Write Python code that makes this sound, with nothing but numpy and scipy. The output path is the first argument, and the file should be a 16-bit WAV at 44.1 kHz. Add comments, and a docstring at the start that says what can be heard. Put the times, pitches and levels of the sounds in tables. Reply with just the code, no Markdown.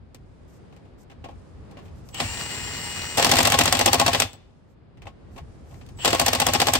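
"""A cordless impact wrench works two wheel nuts on a driveway, an arm's length from a phone on the ground.
Its hammer strikes the anvil and rebounds: noise bursts excite ringing modes of socket, wheel and tyre.
The drive electronics whine as sines around their switching tone; gears whirr as shaped noise.
Between bursts the socket knocks on the studs, under noise shaped as wind, far traffic and rustling cloth."""
import sys
import numpy as np
from scipy import signal
from scipy.fft import rfft, irfft, next_fast_len
from scipy.io import wavfile
from scipy.ndimage import uniform_filter1d

SR = 44100
rng = np.random.default_rng(int(sys.argv[2]) if len(sys.argv) > 2 else 0)


def unload_audio(sound):
    """Save the sound as a 16-bit wav file, at the path given as the first command line argument."""
    columns = np.transpose(np.atleast_2d(sound))
    # keep every value between -1 and 1, then stretch to whole-number steps
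    steps = np.round(np.clip(columns, -1, 1) * 32767)
    wavfile.write(sys.argv[1], SR, steps.astype(np.int16))


N = 299439
T = np.arange(N) / SR
SIZE = next_fast_len(N + SR // 8)  # padded transform length
HZ = np.maximum(np.arange(SIZE // 2 + 1) * SR / SIZE, 1)  # frequency of each bin


def undb(db):
    """Decibels to gain."""
    return np.exp(np.asarray(db) * np.log(10) / 20)


def over_hz(table):
    """A (frequency, value) table read at every bin, straight between points on a log-frequency axis."""
    hz, value = np.transpose(table)
    return np.interp(np.log(HZ), np.log(hz), value)


def shape(x, gain):
    """Filter with one gain a bin; white noise keeps its power, so only the shape of the gain counts."""
    gain_rms = np.sqrt(np.mean(np.abs(gain) ** 2))
    return irfft(rfft(x, SIZE) * gain / gain_rms, SIZE)[..., :N]


def hiss():
    """Two unrelated white noises."""
    return rng.standard_normal((2, N))


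def walk(rate):
    """Random levels held 1 / rate seconds and smoothed twice into a slow wander."""
    hold = int(SR / rate)
    steps = np.repeat(rng.standard_normal(N // hold + 1), hold)
    return uniform_filter1d(uniform_filter1d(steps, hold), hold)[:N]


def ring(x, hz, db, t60):
    """One decaying mode: a two-pole resonator that falls 60 dB in t60 seconds."""
    radius = 1000. ** (-1 / (t60 * SR))
    angle = 2 * np.pi * hz / SR
    return undb(db) * signal.lfilter([0, np.sin(angle)], [1, -2 * radius * np.cos(angle), radius ** 2], x)


def push(s, db, rise, fall):
    """Contact envelopes at times s: power rises and falls with the two time constants, peak near db."""
    power = np.zeros(N)
    np.add.at(power, (s * SR).astype(int), undb(2 * db))
    for tau in (rise, fall):
        power = signal.lfilter([1], [1, -np.exp(-1 / (tau * SR))], power)
    return np.sqrt(power / (min(rise, fall) * SR))


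def taps(s, db):
    """One impulse at each time s, in the part that both ports share."""
    out = np.zeros((2, N))
    inside = s < T[-1]
    out[0, (s[inside] * SR).astype(int)] = undb(db[inside])
    return out


def well_separated(s, apart_s):
    """True for hits more than apart_s after the last one marked true."""
    separate, last = np.zeros(len(s), bool), -1
    for i, t in enumerate(s):
        if t - last > apart_s:
            separate[i], last = True, t
    return separate


def blows():
    """The hammer strikes, rebounds once a stroke, and drive slack clacks: rows of strikes() in time order."""
    # hammer strokes: start_s, crack_db, wheel_ring_db above the crack, rebound_after_s, rebound_crack_db
    strokes = [(3.1811, -12.5, 3, 0.016, -16), (3.2465, -10.5, -4, .0208, -15),
               (3.3155, -7.5, -6.5, .0219, -14.5), (3.3863, -8.5, -6, .019, -12.5),
               (3.4521, -10, -4, .0202, -11.5), (3.521, -10, -3.5, .0209, -12),
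               (3.5886, -8, -6, .0216, -10.5), (3.6566, -12.5, -11, .0208, -11.5),
               (3.7255, -10.5, -6, 0.025, -15), (3.7922, -12, -3.5, .0193, -12),
               (3.86, -10, 0, .0192, -14.5), (3.9308, -10, -4, 0.013, -14), (3.9978, -10, 0, .0162, -17.5),
               (4.0634, -12, -0.5, .0166, -13), (4.1326, -14, -3.5, .015, -12.5),
               (4.2004, -13, -16, .0199, -11.5), (6.0567, -12.5, 0.5, .021, -12),
               (6.1297, -13, 5, .0186, -18), (6.1972, -11, -3, .0173, -17.5),
               (6.2631, -13, -3.5, .0187, -13), (6.332, -13.5, -6, .0187, -14.5),
               (6.4006, -14, -5, .0163, -13.5), (6.4668, -12.5, 1, .0199, -15),
               (6.5358, -12.5, -6, .0146, -12.5), (6.6011, -13, -4, .0162, -10.5),
               (6.6699, -13, -2, .0148, -14), (6.7356, -12.5, -13, .0172, -9.5)]
    # slack clacks as it takes up and between strokes while the nut still turns:
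    # start_s, crack_db, treble_db above the crack
    clacks = [(2.145, -33, -5), (2.2018, -14.5, -31.5), (3.173, -16.5, -7), (3.225, -13.5, -13.5),
              (3.2934, -16.5, -10.5), (3.356, -16.5, -8.5), (3.368, -12, -10.5), (3.4296, -18.5, -2),
              (3.501, -17, -5.5), (3.6365, -21.5, -1.5), (3.77, -20, -10.5), (6.0483, -13.5, -10),
              (6.1054, -20, -11)]
    s, db, wheel_db, after, rebound_db = np.transpose(strokes)
    # treble above the crack, scattered from hit to hit
    scatter_db = 3.5 * rng.standard_normal((2, len(s)))
    struck = np.transpose([s, db, wheel_db, -8 + scatter_db[0]])
    rebounds = np.transpose([s + after, rebound_db, wheel_db + 0.5, -14 + scatter_db[1]])
    slack = [(t, crack_db, -9.5, treble_db) for t, crack_db, treble_db in clacks]
    rows = np.concatenate([struck, rebounds, slack])
    return rows[np.argsort(rows[:, 0])]


def strikes(rows, split_hz, fall, wash, tail_db, dull, thump_db, windup_db, late):
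    """Steel on steel: tick and rattling crack, wheel-arch wash, wheel and tyre; also the bare low contact.

    Row columns: start_s, crack_db, wheel_ring_db and treble_db, the last two above the crack.
    """
    # overall crack spectrum as heard: frequency_hz, relative_db
    crack_spectrum = [(180, -36.5), (300, -15), (640, -10), (797, -4), (912, -13.5), (1080, -11.5),
                      (1410, -17.5), (2630, -10), (6650, -14.5), (7610, -17.5), (9160, -17), (10300, -24.5),
                      (11800, -22.5), (15700, -26.5), (16800, -53.5)]
    s, crack_db, wheel_db, treble_db = np.transpose(rows)
    separate = well_separated(s, apart_s=.055)
    upper = 1 / (1 + (split_hz / HZ) ** 8)
    spectrum = undb(over_hz(crack_spectrum))

    # a tick, then loose parts chatter, so the crack is a cluster of tiny contacts
    chatter = undb(4 * walk(1000))
    low_tick = push(s, crack_db - 8.5, 0.0002, 0.00064)
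    low_rattle = chatter * push(s - .001, crack_db - 8.0, 0.0027, fall)
    low = (low_tick + low_rattle) * hiss()
    high_db = crack_db + treble_db
    high_tick = push(s, high_db + 3.5, 0.00023, .0008)
    high_rattle = chatter * push(s - .001, high_db - 3.5, 0.0027, 0.73 * fall)
    high = (high_tick + high_rattle) * hiss()
    crack = shape(low, spectrum * (1 - upper)) + shape(high, spectrum * upper)

    # the cam grinds as it lifts the hammer ahead of a hit
    windup = push(s[separate] - .016, crack_db[separate] + windup_db, .006, 0.0045)
    windup = windup + push(s - .004, crack_db + windup_db + 7.0, 0.0027, 0.003)
    arch_level = push(s, crack_db + tail_db, 0.0024, wash) + windup
    arch = shape(arch_level * hiss(), spectrum * (1 + (HZ / 1500) ** 2) ** (-dull / 2))
    # a fainter, duller and longer tail
    yard = shape(push(s + .01, crack_db - 37, .01, 0.049) * hiss(), spectrum / (1 + (HZ / 4000) ** 2))

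    ringing = wheel_ring(s, crack_db + wheel_db, separate)
    thud = tyre(s[separate], crack_db[separate] + thump_db, late)
    return crack + arch + yard + ringing + thud, low


def wheel_ring(s, db, separate):
    """The wheel is struck and, after well separated hits, rocks back on the hub; blow and shake ring it."""
    # wheel modes: frequency_hz, relative_db, t60_s
    wheel_modes = [(330, -9, 0.081), (526.4, -2, 0.084), (586, -1, 0.049), (693, 1.5, 0.085),
                   (816, 6, 0.053), (965, -0.5, 0.029), (1085.6, -3, 0.12)]
    shake = push(s + 0.0027, db - 33.5, 0.00078, 0.0022)
    shake = shake + push(s[separate] + 0.013, db[separate] - 30.0, 0.0023, 0.0023)
    blow = uniform_filter1d(taps(s + 0.00217, db - 15.0), size=9)
    return sum(ring(blow + shake * hiss(), *mode) for mode in wheel_modes)


def tyre(s, db, late):
    """Tyre and suspension: low modes swell and fade, the same way after each well separated hit."""
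    # tyre modes: frequency_hz, relative_db, swell_s, delay_s before the factor late
    tyre_modes = [(99.5, 0, 0.0086, .047), (97, -12.5, 0.0069, .008), (150.4, -5, 0.0095, .009),
                  (265, -5.5, 0.0061, 0.0048), (254.8, -0.5, .009, 0.0184)]
    out = 0
    for hz, mode_db, swell, delay in tyre_modes:
        t60 = swell * np.log(1000)
        once = ring(taps(s + late * delay, db), hz, mode_db, t60)
        # the same resonance twice in a row swells before it fades
        out = out + ring(once, hz, 0, t60) * 2 * np.e / (swell * SR)
    return out


def tool_ring(contact):
    """The hammer rings anvil and socket; strokes land differently, so the anvil's modes change balance."""
    # short anvil modes: frequency_hz, relative_db, t60_s
    anvil_modes = [(2037, -29, 0.023), (2810, -30, 0.021), (3430, -29.5, 0.016), (3900, -26.5, 0.0068),
                   (4720, -20.5, 0.0065), (5400, -21.5, 0.0082), (5850, -24.5, 0.0094), (7470, -22, 0.0081)]
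    # longer socket modes: frequency_hz, relative_db, t60_s
    socket_modes = [(1700, -53, .2), (2557, -50, .2), (3020, -49, .36), (3356, -50, .25), (3451, -53, .3),
                    (3521, -51, .4), (3549, -54, .35), (4237, -53, .3), (4420, -55, .3), (4554, -55, .4)]
    anvil = sum(ring(contact * undb(4 * walk(30)), *mode) for mode in anvil_modes)
    return anvil + sum(ring(contact, *mode) for mode in socket_modes)


def hammering():
    """The wrench's blows on wheel and tyre, with the ring of the tool itself."""
    hammer, contact = strikes(blows(), split_hz=5500, fall=0.0035, wash=0.014, tail_db=-14.0, dull=0.5,
                              thump_db=-14.5, windup_db=-21.5, late=0.931)
    return hammer + tool_ring(contact)


def past(s, switch_s=0.029):
    """A ramp from 0 at time s to 1 switch_s later."""
    return np.clip((T - s) / switch_s, 0, 1)


def trigger():
    """Field speed and the gains of whine and whirr: spin up, run free, labour under the hammer, brake."""
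    # trigger pulls: pulled_s, hammering_from_s, released_s, then gains while hammering: whine_db, whirr_db
    pulls = [(2.114, 3.169, 4.24, -11.5, -35), (5.968, 6.041, 6.9, -8, -41)]
    free_hz, loaded_hz, brake_s = 411.2, 400, .05  # field rotation; time constant of its braking
    spin_up_s, spin_up_power = .075, 1.6  # a quick run-up,
    creep_share, creep_s = .15, .1  # then a slow creep to full speed
    whine_free_db, whirr_free_db = 2, -35
    whine_db_per_decade, whirr_db_per_decade = 15, 17  # of speed
    pull_away_db, whine_start_db = 2.5, -10  # louder whine while it gains speed; its least free-running gain
    surge_db, surge_s = 12, 0.26  # the gears roar as the load comes on
    slack_s = 0.013  # the gears start late
    coast_whine_db, coast_whirr_db = -28, -54.5  # after release
    brake_whine_db, brake_from_s, silent_after_s = -13, 0.041, 0.11  # times after release
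    hz, whine, whirr = 0, 0, 0
    for pulled, loaded, released, work_whine_db, work_whirr_db in pulls:
        since = np.maximum(T - pulled, 0)
        creep = np.exp(-since / creep_s)
        run_up = (1 - creep_share) * np.exp(-(since / spin_up_s) ** spin_up_power)
        spin = 1 - run_up - creep_share * creep
        spin = spin * np.exp(-np.maximum(T - released, 0) / brake_s)
        hz = hz + spin * (free_hz + (loaded_hz - free_hz) * past(loaded))
        decades = np.log10(spin + 1e-3)

        # crossfades between the states of the drive
        free, work, coast = 1 - past(loaded), past(loaded) - past(released), past(released)
        brake = past(released + brake_from_s)
        on = past(pulled - 0.0145) - past(released + silent_after_s)

        run_db = whine_free_db + whine_db_per_decade * decades + pull_away_db * creep
        whine_db = free * np.maximum(run_db, whine_start_db) + work * work_whine_db
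        whine_db = whine_db + (coast - brake) * coast_whine_db + brake * brake_whine_db
        whine = whine + on * undb(whine_db)

        roar_db = surge_db * np.exp(-np.maximum(T - loaded, 0) / surge_s)
        whirr_db = free * whirr_free_db + work * (work_whirr_db + roar_db) + coast * coast_whirr_db
        whirr_db = whirr_db + whirr_db_per_decade * decades
        whirr = whirr + on * past(pulled + slack_s) * undb(whirr_db)
    return hz, whine, whirr


def electronics_whine(field, speed):
    """Switching tone with sidebands that fan out as the field speeds up, heard at left and right."""
    switch_hz = 7811
    # whine lines at m x switching tone + k x field rotation: m, k
    line_orders = [(0, 2), (0, 5), (0, 6), (0, 7), (1, -6), (1, -5), (1, -4), (1, -2), (1, -1), (1, 0),
                   (1, 1), (1, 2), (1, 3), (1, 4), (2, -1), (2, 0)]
    # the same lines, before speed and trigger gain: rms_db, left_minus_right_db, left_leads_rad
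    line_levels = [(-57, 3, .3), (-51, 2, 1), (-47, 1.5, 2.4), (-45.5, 1, -.6), (-57.5, 3.5, .3),
                   (-54, 2, -.2), (-57, 4, -2.4), (-52.5, 3.5, .9), (-46.5, 10.5, -.8), (-52, 1.5, 0),
                   (-50.5, .5, 0), (-54.5, 0, 0), (-61, 0, 0), (-63, 0, 0), (-64, -.5, 1.8),
                   (-60, -.5, 1.6)]
    whine = 0
    for (m, k), (db, pan_db, lead) in zip(line_orders, line_levels):
        # far sidebands need speed; every line wavers on its own
        waver_db = 3 * walk(22) + 2.3 * walk(6)
        size = np.sqrt(2) * undb(db + waver_db) * speed ** (0.23 * abs(k))
        phase = m * 2 * np.pi * switch_hz * T + k * field + 2 * np.pi * rng.random()
        phase = phase + np.array([[lead], [0]])
        whine = whine + size * np.sin(phase) * undb([[pan_db / 2], [-pan_db / 2]])
    return whine


def gear_whirr(field, speed):
    """Gears and fan whirr: flickering noise, stronger in some bands, with motor tones that follow the field."""
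    # overall whirr spectrum as heard, bands aside: frequency_hz, relative_db
    whirr_spectrum = [(59, -23), (100, 1), (642, -10), (2800, -8), (3540, -13), (5920, -12), (6580, -17.5),
                      (7650, -15.5), (8880, -17.5), (10100, -42), (11500, -18.5), (13600, -39.5),
                      (14500, -49.5), (15500, -15.5), (16500, -42.5)]
    # bands of whirr around the motor and gear tones: frequency_hz, half_width_hz, relative_db
    whirr_bands = [(827, 60, -16.5), (950, 34, -17), (1865, 46, -12), (2890, 43, -11), (4350, 580, -15)]
    # motor tones: multiple of field rotation, amplitude_db above the whirr
    motor_tones = [(1, -20), (2.3, -22), (4.55, -14.5), (10, -23.5), (10.72, -24), (12.01, -22)]
    bands = 1 + sum(undb(db + 14.0) / (1 + ((HZ - hz) / width) ** 2) for hz, width, db in whirr_bands)
    teeth = hiss() * undb(2.5 * walk(400) + 1.3 * walk(30))
    whirr = shape(teeth, undb(over_hz(whirr_spectrum)) * bands)
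    # the tones waver in level and go into the part that both ports share
    whirr[0] += sum(undb(db + 6.7 * walk(30)) * np.sin(k * field) for k, db in motor_tones)
    # at low speed the rotor cogs and shakes the housing at its own pitch
    cogging = shape(hiss(), 1 / (1 + ((HZ - 2950) / 280) ** 2)) * undb(9.0) * np.clip(1 - speed, 0, 1)
    return whirr + cogging


def motor():
    """One rotating field drives both the whine of the electronics and the whirr of the gears."""
    hz, whine_gain, whirr_gain = trigger()
    speed = hz / 425.0
    field = 2 * np.pi * np.cumsum(hz * (1 + .0012 * walk(25))) / SR  # radians, slightly unsteady
    return electronics_whine(field, speed) * whine_gain, gear_whirr(field, speed) * whirr_gain


def handling():
    """Socket and tool touch studs and rim; a hand on the socket keeps light knocks from ringing the tool."""
    # knocks: start_s, crack_db, wheel_ring_db and treble_db, the last two above the crack
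    knocks = [(0.1461, -45, -24, -5), (0.7253, -49, -11, -23), (0.7642, -50, -8, -12),
              (0.852, -57, -3, -20), (1.0984, -43.5, -8, -23), (1.1144, -45.5, -10, -23),
              (1.2416, -34.5, 1, -33), (1.286, -43.5, 12.5, -24), (1.3094, -51.5, 8.5, -18),
              (1.712, -51.5, 4, -7), (1.7702, -40, 0, -30.5), (1.7894, -43, -4, -21), (1.856, -50, -8, -16),
              (1.881, -51, -8, -21), (2.0882, -49, -2, -1), (4.3311, -45.5, -0.5, -1),
              (4.9728, -52.5, -3, -22), (5.0195, -41.5, -8, -20), (5.055, -46, 6, -21),
              (5.069, -35, 3, -35), (5.362, -42, 5, -21), (5.3792, -37, 1.5, -16), (5.7104, -51, 6.5, -16),
              (5.7423, -48.5, -7, -10), (5.8107, -42, -18, -23), (5.8631, -50.5, -10, -6),
              (5.889, -48, -11, -6.5), (5.9743, -51, -3, -5), (5.9878, -39.5, 4, -14)]
    sound, _ = strikes(knocks, split_hz=3340, fall=0.0073, wash=0.007, tail_db=-6.5, dull=1.0,
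                       thump_db=-8, windup_db=-53, late=0)
    return sound


def brushes():
    """Brief brushes of cloth: bright flickering noise that swells and fades."""
    # brushes: middle_s, length_s, level_db
    brush_times = [(0.502, .06, -69), (.555, .08, -65.5), (1.013, .08, -65), (1.854, 0.095, -68),
                   (1.98, .08, -69), (2.09, 0.12, -63), (4.71, .08, -77), (5.36, 0.12, -67),
                   (5.74, 0.19, -64.5)]
    # overall brush spectrum as heard: frequency_hz, relative_db
    brush_spectrum = [(2500, -24), (5000, 0), (8000, 2), (10300, -12), (12500, 0), (14500, -12),
                      (16500, -30)]
    level = sum(undb(db) * np.cos(np.pi * np.clip((T - s) / length, -.5, .5))
                for s, length, db in brush_times)
    return shape(hiss() * undb(2.0 * walk(200)), undb(over_hz(brush_spectrum))) * level


def sleeve(level_db):
    """A sleeve rustles now and then: treble noise with quick and slow wavering."""
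    # rustle spectrum: frequency_hz, relative_db
    rustle_spectrum = [(1500, -26.5), (3000, -7), (5000, 8.5), (9000, 5), (13000, -12), (16500, -25.5)]
    rustle = shape(hiss() * undb(1.0 * walk(240)), undb(over_hz(rustle_spectrum)))
    return rustle * undb(level_db + 3.6 * walk(5.5))


def wind(level_db):
    """Wind rumbles on the ports: gusting bass noise, partly shared between them."""
    # wind spectrum: frequency_hz, relative_db
    wind_spectrum = [(12, -45.5), (20, -20.5), (36, -4.5), (81, 2.5), (140, -4), (160, -11), (344, -22),
                     (400, -22.5), (520, -38.5), (880, -120)]
    a, b = hiss()
    rumble = shape([a + 0.52 * b, a - 0.34 * b], undb(over_hz(wind_spectrum)))
    return rumble * undb(level_db + 3.0 * walk(12))


def traffic(level_db):
    """Far traffic hums: low noise that drifts slowly, nearly unrelated left and right."""
    # traffic spectrum: frequency_hz, relative_db
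    traffic_spectrum = [(88, -23.5), (150, -3), (230, -6.5), (299, -9.5), (538, -13), (587, -15.5),
                        (5000, -40), (6500, -69.5), (11000, -120)]
    a, b = hiss()
    hum = shape([a + 0.96 * b, a - 0.89 * b], undb(over_hz(traffic_spectrum)))
    return hum * undb(level_db + 0.82 * walk(3.7))


def outdoors():
    """Cloth, wind and far traffic; brushes come at set times, the others follow levels through time."""
    # background levels: time_s, wind_db, traffic_db, sleeve_rustle_db
    air_levels = [(0, -52.5, -57.5, -83.5), (.6, -49.5, -54, -74), (1.1, -53, -54, -82),
                  (1.22, -44.5, -52.5, -79), (1.48, -49.5, -52.5, -70.5), (1.62, -44.5, -52, -71),
                  (1.72, -49.5, -49, -71), (1.82, -42.5, -49.5, -75), (2.1, -45, -51.5, -69),
                  (3, -44, -49, -70), (4.45, -49.5, -59, -78), (4.75, -55, -60, -84),
                  (5.15, -49.5, -56, -82), (5.3, -46, -53.5, -80), (5.55, -45.5, -52, -71),
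                  (5.78, -44, -52, -71), (5.93, -45.5, -53.5, -72)]
    s, *columns = np.transpose(air_levels)
    wind_db, traffic_db, rustle_db = (np.interp(T, s, column) for column in columns)
    return brushes() + sleeve(rustle_db) + wind(wind_db) + traffic(traffic_db)


def ports(pair):
    """Two microphone ports: likeness, level and phase differ by frequency; pair is a shared and a side part."""
    # likeness of the ports: frequency_hz, left_right_correlation
    likeness = [(60, 0.92), (150, 0.8), (300, 0.67), (800, 0.075), (1200, 0.67), (2500, 0.19),
                (4000, 0.098), (6500, 0.17), (8000, 0.97), (14500, 0.8), (16000, .5)]
    # level difference: frequency_hz, left_minus_right_db
    left_level = [(60, 0), (125, -1), (250, 1), (600, 3.5), (1200, 1.5), (2400, 2), (5000, 3.5),
                  (9000, 1.4), (14000, -0.5)]
    # phase difference: frequency_hz, left_leads_rad
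    left_lead = [(60, 0), (700, .8), (1100, .1), (2000, 1.2), (2500, 2.3), (4000, 2.9), (6500, 2.2),
                 (7500, .4), (8300, 0), (10300, -3.1), (12000, -6.2), (13000, -6.5), (14500, -9.4),
                 (15500, -11)]
    shared, unlike = rfft(pair, SIZE)
    alike = np.clip(over_hz(likeness), 0, 1)
    mid = np.sqrt((1 + alike) / 2) * shared
    side = np.sqrt((1 - alike) / 2) * unlike
    # half of each difference goes to the left, its inverse to the right
    left = undb(over_hz(left_level) / 2) * np.exp(.5j * over_hz(left_lead))
    return irfft([(mid + side) * left, (mid - side) / left], SIZE)[:, :N]


def scene():
    """Hammer, knocks and gears at the wheel reach the two ports; whine and air have their own stereo."""
    whine, whirr = motor()
    return ports(hammering() + handling() + whirr) + whine + outdoors()


def record(dry):
    """The phone drops the deepest bass, rounds the loudest peaks and cuts the top."""
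    top_hz = 16700
    steady = signal.sosfilt(signal.butter(3, 34, "high", fs=SR, output="sos"), dry)
    rounded = steady / (1 + (steady / .92) ** 4) ** .25
    return signal.sosfilt(signal.ellip(10, .2, 90, top_hz, fs=SR, output="sos"), rounded)


dry = scene()
out = record(dry)
unload_audio(out)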